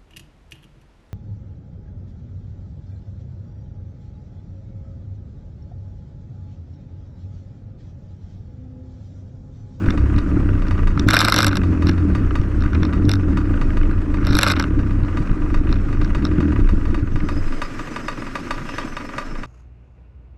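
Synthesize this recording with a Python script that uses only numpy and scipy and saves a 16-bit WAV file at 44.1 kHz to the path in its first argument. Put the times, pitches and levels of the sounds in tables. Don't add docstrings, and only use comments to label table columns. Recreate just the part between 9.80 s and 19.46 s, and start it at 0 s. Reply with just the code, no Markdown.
import sys
import numpy as np
from scipy import signal
from scipy.io import wavfile
from scipy.ndimage import uniform_filter1d

SR = 44100
rng = np.random.default_rng(int(sys.argv[2]) if len(sys.argv) > 2 else 0)


def natural_amplitude(level_db):
    exponent = np.asarray(level_db, float) / 20
    return 10 ** exponent


def transcribe(u):
    v = np.clip(np.atleast_2d(u).T, -1, 1)
    q = np.round(v * 32767).astype(np.int16)
    wavfile.write(sys.argv[1], SR, q)


N = 426006


def evened(x):
    return x / np.sqrt(np.mean(x ** 2) + 1e-20)


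def curves(rows):
    s, *columns = np.transpose(rows)
    return [np.interp(np.arange(N) / SR, s, c) for c in columns]


def clicks(s, size):
    train = np.zeros(N)
    places = np.clip(np.round(np.asarray(s) * SR).astype(int), 0, N - 1)
    np.add.at(train, places, size)
    return train


def ring(x, modes, turn=1):
    t = np.arange(8192) / SR
    body = np.zeros(len(t))
    for k, (hz, width, db) in enumerate(modes):
        decay = np.exp(-np.pi * width * t) * (1 - np.exp(-hz * t))
        body += turn ** k * natural_amplitude(db) * np.sqrt(width) * decay * np.sin(2 * np.pi * hz * t)
    return signal.oaconvolve(x, body / np.linalg.norm(body))[:N]


# [t/s, shaft speed/(turns per s), effort level/dB]
ENGINE_SPEED = [(0, 49.5, -9.5), (.09, 47.4, -3.5), (.18, 33.8, -1), (.33, 35, -0.5), (.41, 37.4, -3.5),
                (.52, 37.4, 2), (.62, 33.4, 0), (.8, 31, -2), (.85, 27.2, -2), (.91, 30.4, -1.5),
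                (1.0, 27.3, -1.5), (1.12, 27.5, 0), (1.2, 39, -1.5), (1.3, 53.6, -4.5), (1.43, 51.5, -9),
                (1.62, 52.8, -6), (1.71, 47, -5.5), (1.88, 45, -0.5), (2.04, 41, -1.5), (2.1, 45.1, -3.5),
                (2.22, 43.5, 0), (2.28, 39, 2), (2.45, 30.3, 0), (2.62, 28.2, -3), (2.68, 33.6, -3.5),
                (2.88, 25.4, -1), (3.01, 46, -1.5), (3.17, 35.4, -1), (3.27, 50.3, -3.5), (3.38, 47.6, -4),
                (3.5, 39.2, -0.5), (3.7, 30.6, -1.5), (3.82, 25.3, 0.5), (4.1, 25, 1), (4.14, 30.9, -3.5),
                (4.38, 24.1, -0.5), (4.47, 33.8, -1), (4.52, 47.3, -4), (4.61, 54.5, -11), (4.8, 39, -2.5),
                (5.0, 31, 0), (5.08, 32, -2), (5.2, 33, -3), (5.24, 32.8, -6), (5.39, 26, -1),
                (5.45, 28.3, -4), (5.86, 21.8, 3), (5.93, 32.1, -2.5), (6.12, 24.4, -1.5), (6.22, 28.4, -1),
                (6.35, 28, -4.5), (6.43, 43, -4.5), (6.59, 43.2, 0.5), (6.75, 35, 0.5), (6.9, 25.5, 0.5),
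                (7.0, 20.2, 3), (7.15, 20.1, 5.5), (7.28, 20.8, -1), (7.56, 20.3, 0.5), (7.62, 18, 2.5),
                (7.81, 16.5, -1.5), (8.1, 21.3, -12)]
# [multiple of shaft speed, level/dB, phase/rad]
SHAFT_ORDERS = [(1, -17, 0.5), (2, -18, 0.72), (3, -26.5, 2.1), (4, -34.5, 3), (5, -31, 3.64),
                (6, -35.5, 0.03), (7, -43, 1.98)]
# [f/Hz, level/dB]
MOUNT_RESPONSE = [(14, -11.5), (22, -1), (30, 2), (40, -11.5), (52, -14), (65, -4), (80, 1), (92, 3),
                  (101, 0.5), (112, -8), (128, -6), (150, -5), (195, 3), (235, -8.5), (295, 6), (340, -2.5),
                  (420, -43)]
# [f/Hz, width/Hz, level/dB]
FRAME_MODES = [(99.8, 23, 8.5), (156.3, 70, 3), (207.4, 53.3, 7), (256.8, 34.6, 2), (288.6, 28.5, 5),
               (335, 40, -18), (412, 150, -40.5), (570, 180, -52.5)]
# [f/Hz, width/Hz, level/dB]
MOUNT_MODES = [(20.5, 15, -2), (55.3, 68, 13)]


def engine():
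    hz, effort_db = curves(ENGINE_SPEED)
    turns = np.cumsum(hz) / SR
    since_turn = turns % 1
    stop_s = ENGINE_SPEED[-1][0]
    running = np.clip((stop_s - np.arange(N) / SR) / 0.18, 0, 1)
    coasting = uniform_filter1d(1. * (np.gradient(hz) < 0) * (hz > 32.2), size=3000)
    steadiness = 1 - coasting / 2
    coast_gain = natural_amplitude(-1.5 * coasting)
    stall_db = 4.5 * np.maximum(21 - hz, 0)

    waver = rng.standard_normal((len(SHAFT_ORDERS), N // 400 + 1))
    waver = uniform_filter1d(waver, size=8, axis=1)
    f, passed_db = np.transpose(MOUNT_RESPONSE)
    orders = np.zeros(N)
    for (k, db, phase), w in zip(SHAFT_ORDERS, waver):
        waver_db = 3.5 * np.interp(np.arange(N) / 400, np.arange(len(w)), evened(w))
        mount_db = np.interp(np.log(k * hz), np.log(f), passed_db)
        level_db = db + effort_db + mount_db + waver_db * steadiness - (k > 1.5) * stall_db
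        orders += natural_amplitude(level_db) * np.cos(2 * np.pi * round(k) * turns + phase)

    after_db, after_s = 10, 0.012
    s, db = np.transpose(STRONG_FIRINGS)
    hits = clicks(s, np.minimum(natural_amplitude(db + 13), 1))
    after = signal.lfilter([1], [1, -np.exp(-1 / (after_s * SR))], hits)
    frame_db = -22.5 + effort_db + 0.3585 * (hz - 30) - stall_db
    frame_db += after_db * uniform_filter1d(after, size=400)

    push, puff, clack = rng.standard_normal((600, 3))[turns.astype(int)].T
    kicks = (np.diff(np.floor(turns), prepend=0) > 0) * natural_amplitude(1.5 * push * steadiness)
    puffs = rng.standard_normal(N) * (1.0 + np.exp(-since_turn / 0.7)) * natural_amplitude(2.0 * puff)
    soft = signal.windows.hann(61)
    kicked = ring(signal.oaconvolve(-kicks / np.sqrt(hz), soft, "same"), FRAME_MODES)
    burning = ring(signal.oaconvolve(puffs, soft, "same"), FRAME_MODES[1:])
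    drive = evened(kicked) + 0.77 * coast_gain * evened(burning)
    shudder = coast_gain * evened(ring(ring(puffs, MOUNT_MODES), MOUNT_MODES))
    scrape = rng.standard_normal(N) * np.exp(-since_turn / 0.12) * natural_amplitude(6.3 * clack)
    clatter = ring(scrape, HOUSING_RINGS[0])
    uneven = natural_amplitude(2.5 * uniform_filter1d(push, 500) * (1 - coasting))
    shaking = np.sqrt(2) * orders * uneven
    ringing = natural_amplitude(frame_db) * (0.83 * drive + natural_amplitude(-15.5) * clatter + natural_amplitude(-1.5) * shudder)
    return running * (shaking + ringing)


# [f/Hz, relative level per Hz/dB]
DRONE_SPECTRUM = [(20, -4), (45, -1.5), (80, -7), (135, 14), (175, -11), (225, 14), (310, 14), (372, 3.5),
                  (581, 0), (768, -8), (960, -6.5), (1300, -1), (2470, -13), (3460, -23.5), (6000, -25),
                  (9000, -33), (10000, -42.5), (12000, -38.5), (15600, -72)]
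# [t/s, level/dB, treble tilt above 1200 Hz/(dB per octave)]
DRONE_SWELL = [(0, -39.5, -2), (5, -40.5, -2.5), (7.1, -41.5, 0), (7.25, -46, -0.5), (7.45, -41.5, 0.5),
               (7.9, -42, 4.5), (8.8, -44.5, 5), (9.1, -44, 4), (9.66, -45.5, 2.5)]
# [f/Hz, width/Hz, level/dB, start t/s, stop t/s]
HISSING_BANDS = [(5042, 100, -60.5, 7.42, 8.55), (5250, 170, -65, 8.6, 10), (5400, 250, -74, 0, 10),
                 (6050, 350, -69, 7.3, 10), (8900, 240, -79, 0, 7.5), (1620, 200, -47, 8.9, 9.03),
                 (2700, 500, -51, 8.9, 8.98), (3300, 300, -57, 8.93, 9.0), (5180, 200, -60, 8.9, 9.0),
                 (6000, 250, -64, 8.9, 9.1), (7900, 300, -74, 7.6, 9.3), (11388, 500, -80, 7.5, 9.3)]


def drone():
    def sound(spectrum):
        return signal.istft(spectrum, nperseg=1024, noverlap=768)[1]

    frames, hz = N // 256 + 5, np.fft.rfftfreq(1024, 1 / SR)
    a, b, patches = rng.standard_normal((frames, 513, 3)).T
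    patches = evened(uniform_filter1d(uniform_filter1d(patches, 12, 0), 8, 1))
    flicker = evened(uniform_filter1d(rng.standard_normal(frames), 3))
    f, db = np.transpose(DRONE_SPECTRUM)
    colour_db = np.interp(np.log(hz + 1), np.log(f), db)[:, None]
    z = (a + 1j * b) * natural_amplitude(colour_db + 1.6 * patches + 1.5 * flicker)
    band = (hz > 700) & (hz < 3000)
    z /= np.sqrt(np.mean(sound(z * band[:, None]) ** 2))
    level_db, tilt_db = (np.append(c, np.full(1536, c[-1]))[::256][:frames] for c in curves(DRONE_SWELL))
    octaves = np.clip(np.log2(hz / 1200 + 1e-9), 0, 1.2)[:, None]
    z *= natural_amplitude(level_db + tilt_db * octaves)

    t = (np.arange(frames) - 2) * 256 / SR
    unit = sound(a + 1j * b).std()
    for centre, width, db, start, stop in HISSING_BANDS:
        flutter = natural_amplitude(4.5 * evened(uniform_filter1d(rng.standard_normal(frames), 5)))
        on = np.clip(np.minimum(t - start, stop - t) / .1 + 1, 0, 1)
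        peak = evened(1 / (1 + (2 * (hz - centre) / width) ** 2))[:, None]
        z += (b + 1j * a) * peak * natural_amplitude(db) * on * flutter / unit
    return sound(z)[:N]


# [t/s, level/dB]
NEIGHBOUR_POPS = [(0.059, -29.5), (0.098, -29), (0.175, -24.5), (0.381, -25.5), (0.82, -30), (0.867, -31.5),
                  (0.909, -25), (1.072, -22.5), (1.192, -27.5), (1.834, -26.5), (2.022, -24.5),
                  (2.178, -29.5), (2.35, -23), (2.554, -22.5), (2.836, -28.5), (3.132, -26), (3.571, -22.5),
                  (3.654, -36), (3.813, -24.5), (3.97, -25), (4.341, -27), (4.991, -30), (5.108, -31),
                  (5.371, -24), (5.742, -23), (6.127, -29.5), (6.213, -27), (6.348, -23), (6.423, -31),
                  (6.603, -25.5), (6.799, -31.5), (6.889, -23.5), (7.053, -28), (7.104, -34),
                  (7.144, -23.5), (7.358, -27), (7.487, -22), (7.679, -31.5), (7.723, -28.5), (7.817, -19),
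                  (7.992, -26.5), (8.072, -31), (8.161, -23), (8.282, -20), (8.466, -30.5), (8.554, -21.5),
                  (8.707, -19), (8.779, -31), (8.89, -27.5), (8.982, -21), (9.167, -23.5), (9.29, -31.5),
                  (9.381, -20), (9.553, -33), (9.633, -29)]
# [f/Hz, relative level/dB, t60/s]
EXHAUST_RING = [(579, -8.5, 0.12), (996, -6, 0.13), (1208, -1.5, 0.12), (1502, 0, 0.024), (1635, -1, 0.026),
                (1896, -0.5, 0.025), (2160, -15, 0.051), (2546, -14, 0.56), (2710, -31, 0.16),
                (2790, -6, 0.021), (3370, -72, .05), (3706, -15.5, 0.041), (4560, -21.5, 0.094),
                (5210, -26.5, 0.054), (6060, -28.5, 0.074)]


def neighbour():
    idle_turns_per_s, weak_db = 23.5, -37
    s, db = np.transpose(NEIGHBOUR_POPS)
    count = np.cumsum(np.round(np.diff(s, prepend=0) * idle_turns_per_s))
    idle = np.setdiff1d(np.arange(1, count[-1]), count)
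    luck_db = 4.0 * rng.standard_normal(300)[idle.astype(int)]
    weak = clicks(np.interp(idle, count, s), natural_amplitude(weak_db + luck_db))

    t = np.arange(3000) / SR
    port = (1 - np.exp(-(t / 0.0004) ** 2)) * (.06 + .94 / (1 + np.exp((t - .0115) / .0006)))
    tones = [natural_amplitude(d - 60 * t / t60) * np.sin(2 * np.pi * hz * t) for hz, d, t60 in EXHAUST_RING]
    tones = np.array(tones) * port
    tones /= np.sqrt(2 * np.mean(tones.sum(0)[:400] ** 2))
    bright = np.array([hz > 2800 for hz, _, _ in EXHAUST_RING])
    direct = signal.oaconvolve(clicks(s, natural_amplitude(db)) + weak, tones[~bright].sum(0))
    direct += signal.oaconvolve(clicks(s, natural_amplitude(db + 0.25 * (db + 29.5))), tones[bright].sum(0))
    hiss = ring(rng.standard_normal(N), [(6540, 3400, 0)])[:len(t)]
    spit = port * natural_amplitude(-60 * t / 0.14) * hiss
    direct += natural_amplitude(-23.5) * signal.oaconvolve(clicks(s, natural_amplitude(db + .5 * (db + 20.5))), spit)
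    gas = signal.lfilter([1], [1, -1.6, .64], rng.standard_normal(len(direct)))
    direct *= 1 + .15 * evened(gas)

    delay = round(.033 * SR)
    direct[delay:] += natural_amplitude(-15) * direct[:-delay]
    t = np.arange(SR // 4) / SR
    yard = rng.standard_normal(len(t)) * natural_amplitude(-60 * t / 0.15) * (t > .008)
    scattered = signal.oaconvolve(direct, yard / np.linalg.norm(yard))[:N]
    return direct[:N] + natural_amplitude(-7.5) * scattered


# [t/s, level/dB]
STRONG_FIRINGS = [(0.082, 1), (0.364, 0), (0.565, -8), (1.172, -14), (1.267, -1), (1.887, -24), (2.051, -6),
                  (2.091, -12), (2.6, 1), (2.79, -16), (2.862, -6.5), (3.023, -9), (3.057, -19),
                  (3.235, -7), (3.277, 0), (4.07, -9), (4.165, -19), (4.373, -15), (4.504, 0), (4.547, -1),
                  (4.976, -12), (5.231, -2), (5.405, -8), (5.513, -1), (5.711, -16), (5.906, -2),
                  (6.196, -5), (6.37, -9), (6.429, -9), (6.588, -6), (6.781, -13), (6.925, -13),
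                  (7.102, -5), (7.229, -5), (7.351, -5.5), (7.435, -8), (7.569, -14)]


def firings():
    s, db = np.transpose(STRONG_FIRINGS)
    t = np.arange(-400, 4000) / SR
    jolt = -np.exp(-.5 * (t / 0.0014) ** 2)
    hz, width, _ = FRAME_MODES[0]
    onset = (t > 0) * (1 - np.exp(-(t / 0.0041) ** 2))
    after = -.25 * onset * np.exp(-np.pi * 2.2 * width * t) * np.cos(2 * np.pi * hz * t)
    return signal.oaconvolve(clicks(s, natural_amplitude(db)), jolt + after)[400:N + 400]


# [t/s, level/dB, extra top-ring level/dB, extra low-ring level/dB]
HOUSING_KNOCKS = [(0.084, -40, 0, 16), (0.104, -23, 3, 2), (0.122, -47, 0, 9), (0.361, -31, 5, 7),
                  (0.3855, -24.5, 3, -4.5), (0.405, -46, 0, -4), (0.8815, -33.5, 5, 1),
                  (0.9787, -44, 0, 14), (1.0331, -50, 0, 8), (1.1742, -36, 0, 14), (1.1943, -17.5, -1, -7),
                  (1.2855, -8, 0, 2.5), (1.303, -13, 3, 0), (1.3067, -7.5, 2, 1), (1.3246, -25, 1, 8),
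                  (1.3308, -15, 7, 1), (1.3391, -7.5, 3.5, 4.5), (1.345, -8.5, 0, -5), (1.35, -21, 2, 0),
                  (1.3548, -17, 0, 2), (1.3658, -6.5, -1, 4), (1.389, -6.5, 1, -3), (1.395, -20, 3, 6),
                  (1.402, -8, 0, 0.5), (1.4066, -6.5, 3, -7), (1.414, -11, 3, 5), (1.418, -16, 2, -4),
                  (1.425, -20, 10, 7), (1.4434, -16, 3, 4), (1.4475, -6, 3, 2.5), (1.456, -16, 7, -4),
                  (1.474, -25, 7, 2), (1.4824, -6, -2, 3), (1.4974, -15, 12, -7), (1.5213, -3.5, -5, 0),
                  (1.5408, -9, 2, 1), (1.561, -5, -4.5, -1), (1.5779, -16, 0, 4), (1.5835, -11, 3, -12),
                  (1.5871, -9, 3, -1), (1.603, -10.5, -0.5, -1), (1.61, -15, 2, -3), (1.62, -14, 2, -4),
                  (1.628, -11, 3, -1), (1.6434, -9.5, 4, 1), (1.6655, -7.5, 4, 0), (1.68, -16.5, 10, -7),
                  (1.7114, -29, 3, 5), (1.7222, -33, 0, 4), (1.7282, -25.5, 6, 9), (1.754, -20, 5, -1),
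                  (1.7686, -15, 3, -1), (2.0685, -20, 4, 1), (2.086, -24, 3, 0), (2.0919, -13, -7, 1.5),
                  (2.1119, -33, 0, 6), (2.131, -40, 2, 3), (2.5072, -40.5, 0, 16), (2.6133, -40, -4, 9),
                  (2.805, -34, -3, 1), (2.821, -33.5, -1, 7), (2.8589, -41, 0, 17.5),
                  (2.9306, -38, -4, 12.5), (2.9475, -28, -4, 9), (2.968, -51, 0, 5), (2.985, -49, 2, 6),
                  (3.03, -24, -1, 6), (3.0498, -24, -6, 2), (3.067, -43, 3, 7), (3.0928, -51, 3, 5),
                  (3.1258, -40, 0, 11), (3.251, -33, 8, -10), (3.2917, -16, 6, 2.5), (3.314, -12, -5, -5),
                  (3.335, -17.5, 2, -3), (3.3533, -23, -2, -9), (3.4131, -55, -2, 6), (3.7928, -51, 2, 4),
                  (3.903, -45, -2, 18), (4.0303, -43, 0, 17), (4.1103, -42, -1, 12), (4.1874, -47, 3, 8),
                  (4.3695, -43, 0, 15), (4.4117, -52, 2, 8), (4.4386, -50, 2, 10), (4.4483, -25, 1, 2),
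                  (4.468, -20.5, 9, 5), (4.49, -39, 3, -5), (4.5078, -23, 3, -6), (4.524, -23, 3, -2),
                  (4.5292, -20, 4, -3), (4.5509, -12, 1, -4), (4.5673, -14.5, 12, -1), (4.587, -3, -3, -3),
                  (4.6102, -17, 6, -2), (4.6205, -18, 8, 5), (4.6306, -3, 2.5, 1), (4.641, -20, 3, 0),
                  (4.648, -24, 9, 5), (4.6638, -16, 5, 7), (4.6723, -16, 3, -3), (4.678, -14, 6, 1),
                  (4.683, -16, 11, -3), (4.692, -22, 5, 0), (4.699, -14, 3, 2), (4.706, -18, 4, -1),
                  (4.712, -16, 6, -1.5), (4.718, -11.5, 2, -9), (4.7344, -29, 7, 11), (4.757, -37, 3, 6),
                  (4.7633, -23.5, 3, 6), (4.77, -32, 0, 6), (4.7961, -14.5, 1.5, 5.5), (4.8113, -32, -2, 5),
                  (4.8234, -23.5, 5, 2), (4.8386, -28, 5, 7.5), (5.232, -40, 4, 7), (5.247, -45, 6, 9),
                  (5.472, -45, 3, 14), (5.513, -37.5, 6, 9), (5.7301, -45, -1, 3), (5.8082, -50, -3, 9),
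                  (5.8341, -49, -2, 13), (5.8905, -37, -2, 9.5), (5.906, -37, 6, 6), (5.9251, -22.5, -1, 3),
                  (5.94, -34, -4, 0), (5.956, -35, -4, 3), (5.9848, -48, 0, 11), (6.2155, -33, 0, 8),
                  (6.229, -34, 0, -12), (6.245, -27.5, -2, 0), (6.2751, -44, 0, 9), (6.45, -17.5, -4, -1.5),
                  (6.467, -31, 0, -5), (6.708, -47, 3, 7), (6.8723, -43, -2, 13), (7.1944, -47, 3, 10),
                  (7.3185, -51, 0, 12), (7.4026, -41, -2, 17)]
# [start t/s, stop t/s, level/dB]
CHATTER_SPELLS = [(1.329, 1.421, -27.5), (1.429, 1.571, -30), (1.57, 1.694, -26.5), (4.461, 4.602, -32),
                  (4.606, 4.66, -35), (4.66, 4.729, -24.5)]
# [f/Hz, width/Hz, level/dB]
HOUSING_RINGS = [
    [(580, 128, 4), (692, 120, -5), (1304, 230, -3.5), (1457, 228, 16), (1645, 230, -18), (2089, 260, 4),
     (2435, 172, -1), (2550, 206, -3), (2950, 550, -10.5)],
    [(3620, 280, 6.5), (4290, 403, 10), (4874, 406, 7), (5537, 413, 6)],
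    [(7740, 350, 11), (8830, 310, -7), (11360, 750, 11), (11750, 3100, -0.5), (13300, 780, -9)],
]
CONTACT_TIMES = (.001, .0008, .0007)
BOUNCE_SIZES = (0.11, 0.073, 0.043)
CONTACT_SNAPS = (3, 7, 2)


def rattle():
    chatter_per_s, colour_db = 140, 2.5
    s, db, top, low = np.transpose(HOUSING_KNOCKS)
    for start, stop, spell_db in CHATTER_SPELLS:
        when, size = rng.random((int(chatter_per_s * (stop - start)), 2)).T
        s = np.append(s, start + (np.arange(len(when)) + when) / chatter_per_s)
        db = np.append(db, spell_db + 10 * size - 5)
    low, top = (np.append(c, colour_db * rng.standard_normal(len(s) - len(c))) for c in (low, top))
    low_db = -11.5 + 0.89 * (db + 17.0) + low
    mid_db = -2 + db
    top_db = -25.5 + 1.71 * (db + 14.5) + top

    t, out = np.arange(2000) / SR, np.zeros(N)
    bounces = (rng.random(N) < 250 / SR) * natural_amplitude(3.0 * rng.standard_normal(N))
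    spot, spot_shift = uniform_filter1d(rng.standard_normal(N), size=300) > 0, .02
    layers = zip((low_db, mid_db, top_db), HOUSING_RINGS, CONTACT_TIMES, BOUNCE_SIZES, CONTACT_SNAPS)
    for ring_db, modes, contact_s, bounce, snap in layers:
        knocks = clicks(s, natural_amplitude(ring_db))
        shaking = signal.oaconvolve(knocks, signal.windows.hann(2001), "same")
        strikes = knocks + bounce * shaking * bounces
        contact = t / contact_s * np.exp(1 - t / contact_s) + 0.03 * np.exp(-t / 0.003)
        scratch = signal.oaconvolve(strikes, contact)[:N] * rng.choice([-.6, .6], N)
        scratch += snap * np.roll(strikes, round(contact_s * SR))
        shell = [(hz, 3 * width, 0) for hz, width, _ in modes]
        inside = natural_amplitude(-10.0) * ring(scratch, shell, turn=-1.042) + 0.16 * scratch
        turn = -1 if modes is HOUSING_RINGS[1] else 1
        for here, side in ((spot, 1), (~spot, -1)):
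            shifted = [(hz * (1 + side * spot_shift * (-1) ** k), width, level)
                       for k, (hz, width, level) in enumerate(modes)]
            out += ring(inside * here, shifted, turn=turn)
    return out


def sway():
    from_s, sway_hz, sway_db = 7.95, 21.2, -35
    t = np.arange(N) / SR
    wander = 1 + 0.04 * evened(uniform_filter1d(rng.standard_normal(N), 4000))
    unrest = uniform_filter1d(uniform_filter1d(rng.standard_normal(N), 3000), 3000)
    fitful = natural_amplitude(sway_db + 4 * evened(unrest))
    rocking = np.sqrt(2) * fitful * np.sin(2 * np.pi * np.cumsum(sway_hz * wander) / SR)
    gusts = natural_amplitude(-41.5 + 3.2 * (t - 10.0)) * evened(ring(rng.standard_normal(N), MOUNT_MODES[1:]))
    start = np.clip((t - from_s) / 0.11, 0, 1)
    return start * (gusts + rocking)


def scene():
    return (engine() + drone() + neighbour() + firings() + rattle() + sway())[None]


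def low_pass(x):
    return signal.sosfilt(signal.butter(12, 15700, fs=SR, output="sos"), x)


def record(dry):
    power_db = 10 * np.log10(abs(uniform_filter1d(dry[0] ** 2, 1500)) + 1e-12)
    fall_db = np.arange(N) * 16.2 / SR
    held_db = np.maximum.accumulate(power_db + fall_db) - fall_db
    gain_db = -.25 * np.maximum(uniform_filter1d(held_db, 800) + 22, 0) + 4
    rounded = np.tanh(dry * natural_amplitude(gain_db) / 1.236) * 0.93
    edge = signal.butter(10, 14500, fs=SR, output="sos")
    mix = signal.sosfilt(edge, rounded)
    return low_pass(mix)


dry = scene()
out = record(dry)
transcribe(out)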